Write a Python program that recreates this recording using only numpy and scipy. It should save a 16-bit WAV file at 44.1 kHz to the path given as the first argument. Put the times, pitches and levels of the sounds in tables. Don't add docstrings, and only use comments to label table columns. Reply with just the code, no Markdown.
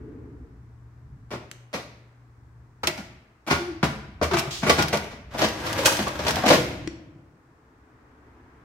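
import sys
import numpy as np
from scipy import signal
from scipy.fft import rfft, irfft, next_fast_len
from scipy.io import wavfile
from scipy.ndimage import uniform_filter1d, map_coordinates

SR = 44100
rng = np.random.default_rng(int(sys.argv[2]) if len(sys.argv) > 2 else 0)


def write(x):
    x = np.atleast_2d(x).T
    wavfile.write(sys.argv[1], SR, np.round(np.clip(x, -1, 1) * 32767).astype(np.int16))


N = 381024

# frequency_hz, density_db
DRONE_SPECTRUM = [(120, -24), (200, -13), (260, 0), (340, -1), (440, -3), (520, -14), (800, -30),
                  (2000, -90)]
WASH_SPECTRUM = [(100, 1), (600, -1), (1000, 1.5), (1800, -4.5), (3000, -18), (6000, -27), (16000, -42)]
HISS_SPECTRUM = [(2000, -4), (5500, 0), (8000, -3), (10000, -9), (16000, -11)]
# frequency_hz, density_db
RUMBLE_SPECTRUM = [(20, -32), (40, -14), (63, 0), (90, -7), (125, -7), (180, -16), (300, -22), (500, -45),
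                   (1200, -90)]
# time_s, level_db
HANDLING_LEVELS = [(0, -42), (.8, -51), (.97, -52.5), (1.12, -43.5), (1.42, -58), (1.549, -62), (1.95, -55),
                   (2.14, -63), (2.4, -55.5), (3.1, -52), (3.3, -64), (7.1, -57.5), (7.349, -64),
                   (8.6, -56.5)]
# loudest_s, half_length_s, drone_db, wash_db
TRAFFIC_PASSES = [(0.07, 0.33, -44, -68.5), (8.597, 0.9, -62, -64)]
# pitch_hz, width_hz, gain_db
DRONE_TONES = [(272, 150, 0), (427, 15, -0.5)]
# start_s, length_s, level_db
HUM_SPELLS = [(0, 3.1, -49), (7.893, 0.64, -62)]
SHUDDER_SPELL = (3.5, 3.4, -46.5)
PAPER_SPELL = (4.505, .09, -35.5)
GROAN_SPELL = (3.585, 0.16, -32)

# frequency_hz, t60_s
ROOM_DECAY = [(100, 1.25), (400, 1.3), (1000, 1.08), (2500, .96), (5000, .76), (9000, .68), (15000, .62)]
HOLLOW_DECAY = [(100, 0.72), (1000, 0.49), (12000, 0.41)]
PANEL_DECAY = [(80, 1.9), (330, 1.56), (520, 0.16), (1200, 0.12)]
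# frequency_hz, side_gain_db
STEREO_WIDTH = [(60, -22), (170, -19), (330, -12), (650, -8), (1100, -.5), (4000, 0), (14000, 0)]
# frequency_hz, left_minus_right_db
STEREO_BALANCE = [(80, 0), (330, 1.2), (700, 2.4), (1400, 1.9), (2800, .6), (5600, -2.6), (10000, 1.6),
                  (14000, 3.9)]

# frequency_hz, density_db
CLICK_SPECTRUM = [(300, -40), (1200, 4), (2000, 6), (5500, 4), (8500, 1.5), (11000, -5.5), (16000, -2)]
PAPER_SPECTRUM = [(800, -10.5), (2300, -6.5), (3300, 1.5), (7000, -4.5), (9000, -15.5), (15000, -23.5)]
RAIL_SPECTRUM = [(25, -52), (50, -7), (80, -0.5), (200, -2), (350, -8), (620, -6), (1500, -10), (3000, -16),
                 (6000, -23), (9800, -33.5), (12500, -29), (16000, -45)]
CRACK_SPECTRUM = [(300, -17), (900, -8), (2600, 0.5), (5500, -1), (7500, -8), (10000, -10), (14000, -13),
                  (16000, -18)]
BOOM_SPECTRUM = [(50, -10), (85, -6.5), (140, 0), (230, -11.5), (325, 0.5), (410, -14.5), (520, 4.5),
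                 (800, -3.5), (1100, -5), (2000, -43.5)]
PLASTIC_SPECTRUM = [(25, -48), (50, -20), (80, -11), (160, -5), (300, -4), (600, -2), (1200, -8),
                    (2300, -14), (5500, -20), (9500, -31), (13000, -33), (16000, -42)]
# pitch_hz, gain_db, t60_s
FRONT_PANEL_MODES = [(141, -9, 0.51), (295, -13, 0.15), (326.7, 16, 0.11), (630, -25, .08)]
TAB_MODES = [(2210, -3.5, .014), (2660, -9.5, 0.017), (3900, -5.5, 0.012), (4530, -7.5, 0.014),
             (4770, -4, 0.0098), (6126, -3.5, .012), (8850, -12, 0.0086)]
# pitch_hz, width_hz, gain_db
TRAY_MODES = [(80, 9.5, 10.5), (150, 42, -0.5), (209, 6.9, 4), (320.6, 18, -1), (620, 33, -9),
              (668, 34, -7), (761, 49, -15.5), (968, 41, -6.5), (1134, 30, -1), (1205, 44, -9),
              (1426, 9.2, 7), (1965, 14, 6), (2283, 150, 2)]
CABINET_MODES = [(81.5, 12, 1), (140, 8.4, -9), (216, 13, -1), (314, 26, 5.5), (512, 9.1, 3), (490, 17, -9),
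                 (620, 34, -2.5), (700, 35, -10), (830, 22, -4.5), (950, 20, -2.5), (1067, 12, -0.5),
                 (1426, 15, -3), (1630, 33, -5)]

# start_s, level_db, ring_offset_db, cutoff_hz
NEAR_CLICKS = [(1.514, -43.5, -35, 10600), (6.875, -40, 10, 5200)]
# time_s, relative_level_db
RAIL_FRICTION = [(5.27, -70), (5.35, -35), (5.516, -43), (5.61, -33), (5.754, -31.5), (5.886, -30),
                 (6.104, -38), (6.255, -35), (6.3, -32.5), (6.42, -34.5), (6.464, -36.5), (6.55, -29.5)]
# time_s, pitch_ratio
TRAVEL_PITCH = [(5.4, 1.12), (5.8, 1.02), (6.1, .95), (6.5, 1.0)]
# start_s, level_db, pitch_ratio
TAB_SNAPS = [(2.872, -25, 0.88), (4.386, -33.5, 0.59), (4.393, -31, 1.2), (4.824, -28.5, 0.86),
             (4.883, -37.5, 0.82), (4.972, -37.5, 0.93), (5.485, -40, 0.7), (5.729, -37.5, 1.6),
             (5.924, -34.5, 1), (5.969, -36.5, 0.85), (6.027, -41, 0.74), (6.081, -40.5, 1.2),
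             (6.282, -32, 0.89), (6.308, -33.5, 0.64), (6.357, -36, 0.88)]
# start_s, level_db
TRAY_STOP = (6.503, -22)
# low_hz, high_hz
BLOW_BANDS = [(55, 350), (350, 2000), (2000, 6500), (6500, 17000)]
# start_s, level_db, hardness_db, rattle_t60_s, note_hz, note_offset_db
TRAY_BLOWS = [(1.306, -35, -4, 0.18, 1020, -18), (1.333, -37, -9.5, 0.1, 930, -14.5),
              (1.73, -30.5, 0.5, 0.21, 750, -13.5), (2.833, -31.5, 0, 0.062, 1260, -3.5),
              (2.873, -28, 1.5, 0.065, 330, 2), (2.976, -40, 1.5, 0.11, 200, 3),
              (3.466, -29.5, -1, 0.24, 1130, -11.5), (3.501, -19.5, -2, 0.2, 400, -3.5),
              (3.829, -21.5, -10, 0.035, 158.6, -10), (3.84, -27.5, 1.5, 0.054, 169, -6.5),
              (4.214, -26.5, -17, 0.035, 600, 0.5), (4.225, -27, 3, 0.12, 1150, -6.5),
              (4.311, -29, -7, 0.12, 355, 8), (4.334, -23, -4, 0.075, 368, 4),
              (4.366, -25.5, 2, 0.16, 370, -4.5), (4.474, -41.5, -5, 0.052, 145, 4.5),
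              (4.623, -26, -4.5, 0.21, 195, -2), (4.663, -22, -2, 0.19, 440, -5),
              (4.695, -16.5, 2.5, 0.04, 650, -12.5), (4.779, -20.5, -1.5, 0.19, 135, -8.5),
              (4.928, -22.5, 0, 0.11, 585, -4), (5.04, -44.5, 2.5, 0.038, 650, -1.5),
              (5.11, -44, -2, 0.15, 220, -2), (5.344, -36, -14, 0.12, 650, -1),
              (5.379, -25.5, 1, 0.22, 342, 0.5), (5.412, -21, -1.5, 0.19, 670, -9.5),
              (5.44, -25.5, 1, .06, 200, -5.5), (5.66, -34.5, 7, 0.14, 1070, -4.5),
              (5.775, -29.5, 5.5, 0.21, 545, 0.5), (5.849, -30, 8.5, .03, 1700, -7.5),
              (5.857, -23.5, 19, 0.032, 1500, 2.5), (5.875, -29, -6.5, 0.032, 930, 3.5),
              (5.989, -26.5, -2.5, 0.12, 208, -3), (6.065, -32.5, -9, 0.1, 1070, -0.5),
              (6.19, -31.5, -2.5, 0.09, 605, -4), (6.266, -28, 2.5, 0.053, 650, -4),
              (6.283, -29, 7, 0.075, 805, -6.5), (6.353, -32, -1.5, 0.24, 750, 0),
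              (6.436, -27, -14, 0.11, 776, 3), (6.456, -20.5, -1, 0.18, 216, -3.5),
              (6.481, -21.5, 7, 0.1, 650, -6.5), (6.503, -16, -3, 0.058, 564, -2.5),
              (6.521, -17.5, 0.5, 0.16, 490, -1.5)]


def amp(db):
    return 10 ** (np.asarray(db) / 20)


def unit(x):
    return x / np.sqrt(np.mean(x ** 2) + 1e-20)


def along(points, hz):
    knots_hz, values = np.transpose(points)
    return np.interp(np.log(hz + 1), np.log(knots_hz + 1), values)


def wobble(rate):
    return map_coordinates(rng.standard_normal(int(N * rate / SR) + 4), [np.arange(N) * rate / SR])


def envelope(start_s, length_s, db, attack_s, sag_db_per_s, release_s):
    t = np.maximum(np.arange(N) / SR - start_s, 0)
    sag_db = sag_db_per_s * np.minimum(t, length_s)
    release_db = 60 * np.maximum(t - length_s, 0) / release_s
    return np.minimum(t / attack_s, 1) * amp(db - sag_db - release_db)


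def burst(x, db):
    return amp(db) * x * np.sqrt(SR / 50) / (np.linalg.norm(x[0]) + 1e-12)


def add(track, start_s, x):
    part = track[:, round(start_s * SR):][:, :x.shape[-1]]
    part += x[:, :part.shape[-1]]


def filtered(x, response):
    length = x.shape[-1]
    size = next_fast_len(length + SR // 4)
    return irfft(rfft(x, size) * response(np.fft.rfftfreq(size, 1 / SR)), size)[..., :length]


def ring(x, impulse):
    return signal.fftconvolve(np.atleast_2d(x), np.atleast_2d(impulse), axes=1)[:, :x.shape[-1]]


def coloured(x, spectrum):
    size = 4096
    gain_db = np.maximum(along(spectrum, np.fft.rfftfreq(size, 1 / SR)), -90)
    cepstrum = irfft(np.log(amp(gain_db)))
    cepstrum[1:size // 2] *= 2
    cepstrum[size // 2 + 1:] = 0
    return ring(x, irfft(np.exp(rfft(cepstrum))))


def noise(spectrum):
    return unit(coloured(rng.standard_normal((2, N)), spectrum))


def resonances(modes, hz):
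    return sum(amp(db) * 1j * hz * width / (pitch ** 2 - hz ** 2 + 1j * hz * width)
               for pitch, width, db in modes)


def body(x, modes, pitch=1, scatter_db=0):
    varied = np.array(modes) * [pitch, 1, 1]
    varied[:, 2] += scatter_db * rng.standard_normal(len(modes))
    return filtered(x, lambda hz: 1 + resonances(varied, hz))


def tail(decay, size):
    hz, t, bins = signal.stft(rng.standard_normal((2, size)), SR, nperseg=256)
    t60 = along(decay, hz)[:, None]
    pair = signal.istft(bins * amp(-60 * t / t60) / np.sqrt(t60), SR, nperseg=256)[1]
    return pair / np.linalg.norm(pair[0])


def diffuse(x, decay):
    hz, t, bins = signal.stft(x, SR, nperseg=256)
    fade = amp(-120 * t[t < 1.5] / along(decay, hz)[:, None])
    energy = np.abs(ring(np.abs(bins) ** 2, fade / fade.sum(1, keepdims=True)))
    grain = signal.stft(rng.standard_normal((2, N)), nperseg=256)[2]
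    return signal.istft(grain * np.sqrt(energy) / np.std(grain), nperseg=256)[1][:, :N]


def chatter(size, per_s, spread_db):
    touches = rng.random(size) < per_s / SR
    sign = rng.choice([-1, 1], size)
    return touches * sign * amp(spread_db * np.clip(rng.standard_normal(size), -2, 2))


def thin_walls(force, direct, t60, lag_samples):
    t = np.arange(SR // 8) / SR
    decay = amp(-120 * t / t60)
    energy = np.abs(ring(force ** 2, decay / decay.sum()))
    left, right = (np.pad(force, (max(lag, 0), 0))[:len(force)] for lag in (lag_samples, -lag_samples))
    ringing = np.sqrt(energy / 2) * rng.standard_normal((2, len(force)))
    return direct * np.array([left + right, left - right]) / 2 + ringing


def hiss():
    return amp(-77.5) * noise(HISS_SPECTRUM)


def traffic():
    t = np.arange(N) / SR
    drone_gain, wash_gain = amp(-68), amp(-66)
    for loudest_s, half_length_s, drone_db, wash_db in TRAFFIC_PASSES:
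        swell = np.exp(-((t - loudest_s) / half_length_s) ** 2)
        drone_gain = drone_gain + amp(drone_db) * swell
        wash_gain = wash_gain + amp(wash_db) * swell
    drone = unit(filtered(noise(DRONE_SPECTRUM), lambda hz: 1 + amp(14.5) * resonances(DRONE_TONES, hz)))
    return drone_gain * drone + wash_gain * noise(WASH_SPECTRUM)


def handling_rumble():
    level_db = np.interp(np.arange(N) / SR, *np.transpose(HANDLING_LEVELS))
    return amp(level_db + 0.87 * wobble(4.2)) * noise(RUMBLE_SPECTRUM)


def hum(pitch_hz=119.0, waver_hz=1.6, flutter_db=2):
    phase = 2 * np.pi * np.cumsum(pitch_hz + waver_hz * wobble(6.3)) / SR
    gain = sum(envelope(*spell, attack_s=0.059, sag_db_per_s=2, release_s=1.2) for spell in HUM_SPELLS)
    return gain * unit(np.sin(phase) * amp(flutter_db * wobble(18)))


def echoes(mid, hollow_db, room_db):
    bass, treble = (signal.sosfilt(signal.butter(5, 1500, kind, fs=SR, output="sos"), mid)
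                    for kind in ("low", "high"))
    out, size = np.zeros((2, N)), SR // 3
    add(out, 0.006, amp(room_db) * diffuse(treble, ROOM_DECAY))
    for start in range(0, N, size):
        part = slice(start, start + size)
        hollow = signal.fftconvolve(mid[None, part], tail(HOLLOW_DECAY, SR // 3), axes=1)
        room_modes = signal.fftconvolve(bass[None, part], tail(ROOM_DECAY, 5 * SR // 4), axes=1)
        add(out, start / SR + 0.002, amp(hollow_db) * hollow)
        add(out, start / SR + 0.00598, amp(room_db - 6.5) * room_modes)
    return out


def cabinet_shudder():
    gain = envelope(*SHUDDER_SPELL, attack_s=0.045, sag_db_per_s=0, release_s=0.45)
    return gain * noise(RUMBLE_SPECTRUM)


def spring(start_s=1.514, pitch_hz=2885, level_db=-67, t60=1.1):
    out, t = np.zeros((2, N)), np.arange(SR // 2) / SR
    tone = np.sin(2 * np.pi * (pitch_hz * t + rng.random((2, 1))))
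    add(out, start_s, amp(level_db - 60 * t / t60) * tone)
    return out


def clicks(tick_t60=0.013):
    out, t = np.zeros((2, N)), np.arange(SR // 3) / SR
    panel = np.zeros((2, len(t)))
    for hz, db, t60 in FRONT_PANEL_MODES:
        panel += amp(db - 60 * t / t60) * np.sin(2 * np.pi * hz * t)
    for start_s, db, ring_db, cutoff_hz in NEAR_CLICKS:
        tick = coloured(rng.standard_normal((2, len(t))) * amp(-60 * t / tick_t60), CLICK_SPECTRUM)
        tick = signal.sosfilt(signal.butter(2, cutoff_hz, fs=SR, output="sos"), tick)
        add(out, start_s, burst(tick, db - 0.5) + burst(panel, db + ring_db))
    return out


def paper_swish():
    gain = envelope(*PAPER_SPELL, attack_s=0.0062, sag_db_per_s=66.5, release_s=0.22)
    return gain * noise(PAPER_SPECTRUM)


def tray_groan(judder_hz=335):
    phase = 2 * np.pi * np.cumsum(judder_hz * (1 + 0.0333 * wobble(46))) / SR
    judder = (np.sin(phase) + 0.055 * np.sin(2 * phase)) * amp(2.9 * wobble(41))
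    gain = envelope(*GROAN_SPELL, attack_s=0.02, sag_db_per_s=39.5, release_s=0.25)
    return gain * unit(judder) * np.array([[1], [0]])


def rail_scrape(snags_per_s=24, snag_db=3, snag_t60=0.042):
    out, t = np.zeros((2, N)), np.arange(N) / SR
    snags = 1.0 * (rng.random(N) < snags_per_s / SR)
    spurts = ring(snags, amp(snag_db - 60 * t[:SR // 4] / snag_t60))[0]
    slips = chatter(N, per_s=2400, spread_db=7) * amp(1.88 * wobble(35)) * (1 + spurts)
    scrape = thin_walls(slips, direct=0.63, t60=0.051, lag_samples=1)
    singing = ring(scrape, tail(HOLLOW_DECAY, SR // 4))
    scrape = coloured(scrape + 0.6 * singing, RAIL_SPECTRUM)
    friction_s, friction_db = np.transpose(RAIL_FRICTION)
    moving = (t >= friction_s[0]) & (t <= friction_s[-1])
    travel_s, pitches = np.transpose(TRAVEL_PITCH)
    for pitch, share in zip(pitches, np.eye(len(travel_s))):
        crossfade = np.sqrt(np.interp(t[moving], travel_s, share))
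        out[:, moving] += crossfade * unit(body(scrape[:, moving], CABINET_MODES, pitch))
    return amp(np.interp(t, friction_s, friction_db) - 3) * out


def tab_snaps(crack_t60=0.054, ring_db=-7):
    out, t = np.zeros((2, N)), np.arange(SR // 10) / SR
    for start_s, db, pitch in TAB_SNAPS:
        crack = coloured(rng.standard_normal((2, len(t))) * amp(-60 * t / crack_t60), CRACK_SPECTRUM)
        tab = np.zeros_like(crack)
        for hz, mode_db, t60 in TAB_MODES:
            fade = amp(mode_db + rng.normal(0, 2) - 60 * t / t60)
            tab += fade * np.sin(2 * np.pi * (pitch * hz * t + rng.random((2, 1))))
        add(out, start_s, burst(crack, db) + burst(tab, db + ring_db))
    return out


def cabinet_boom(mode_count=160, attack_s=0.0044):
    out, t = np.zeros((2, N)), np.arange(3 * SR // 2) / SR
    start_s, db = TRAY_STOP
    hz = np.geomspace(55, 1400, mode_count) * (1 + 0.01 * rng.standard_normal(mode_count))
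    t60 = along(PANEL_DECAY, hz)
    strength = amp(along(BOOM_SPECTRUM, hz)) * np.sqrt(hz / t60)
    modes = strength[:, None] * np.exp(np.outer(2j * np.pi * hz - np.log(1000) / t60, t))
    phases = np.exp(2j * np.pi * rng.random((2, mode_count)))
    panels = (phases @ modes).real * np.minimum(t / attack_s, 1)
    add(out, start_s, amp(db) * panels / np.std(panels[0, :SR // 10]))
    return out


def tray_knocks(seated_from_s=5.33, note_width_ratio=0.096):
    out, t = np.zeros((2, N)), np.arange(SR // 3) / SR
    bands = [signal.butter(3, edges, "bandpass", fs=SR, output="sos") for edges in BLOW_BANDS]
    for start_s, db, hardness_db, t60, note_hz, note_db in TRAY_BLOWS:
        seated = start_s > seated_from_s
        rise_s = 0.18 * t60 ** 2
        shake = np.minimum(t / rise_s, 1) * amp(-60 * np.maximum(t - rise_s, 0) / t60)
        force = shake * chatter(len(t), per_s=3000, spread_db=5)
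        force[0] += 0.4 * np.linalg.norm(force) * np.exp(-rise_s / 0.0082)
        walls = thin_walls(force, direct=0.67, t60=0.094, lag_samples=rng.integers(-10, 10))
        walls = coloured(walls, PLASTIC_SPECTRUM)
        blow = body(walls, CABINET_MODES if seated else TRAY_MODES, scatter_db=4)
        note = filtered(walls, lambda hz: resonances([(note_hz, note_width_ratio * note_hz, 0)], hz))
        add(out, start_s, burst(note, db + note_db))
        thud_db = (-5 if seated else -2.5) - 0.37 * hardness_db
        clack_db, snap_db = -4 + 0.56 * hardness_db, -16 + hardness_db
        for band, band_db in zip(bands, [thud_db, 0, clack_db, snap_db]):
            add(out, start_s, burst(signal.sosfilt(band, blow), db + band_db))
    return out


def scene():
    tray = tray_knocks() + rail_scrape() + tray_groan() + paper_swish()
    tabs = tab_snaps()
    near = clicks() + spring()
    into_room = tray + 0.28 * tabs + 0.71 * near
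    room = echoes(into_room[0], hollow_db=-6, room_db=-9.5)
    cabinet = cabinet_boom() + cabinet_shudder()
    background = handling_rumble() + traffic() + hum() + hiss()
    mid, side = background + room + cabinet + near + tabs + tray
    side = filtered(side, lambda hz: amp(along(STEREO_WIDTH, hz)))
    left_right = np.array([mid + side, mid - side])
    return filtered(left_right, lambda hz: amp(np.outer([0.5, -0.5], along(STEREO_BALANCE, hz))))


def noise_suppressor(x, threshold_db=-93, deepest_cut_db=-3.5, full_from_hz=3000):
    hz, _, bins = signal.stft(x, SR, nperseg=512)
    power = np.mean(np.abs(bins) ** 2, axis=0)
    power = uniform_filter1d(power, size=15, axis=0)
    power = np.abs(uniform_filter1d(power, size=5, axis=1))
    gain = np.maximum(power / (power + amp(threshold_db) ** 2), amp(deepest_cut_db))
    reach = np.clip(2 * hz / full_from_hz - 1, 0, 1)[:, None]
    return signal.istft(bins * gain ** reach, SR, nperseg=512)[1][:, :N]


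def record(dry):
    ceiling, top_hz = 0.9, 15900
    quieted = noise_suppressor(dry)
    rounded = quieted / (1 + np.abs(quieted / ceiling) ** 4) ** (1 / 4)
    return filtered(rounded, lambda hz: 1 / (1 + (hz / top_hz) ** 200))


dry = scene()
out = record(dry)
write(out)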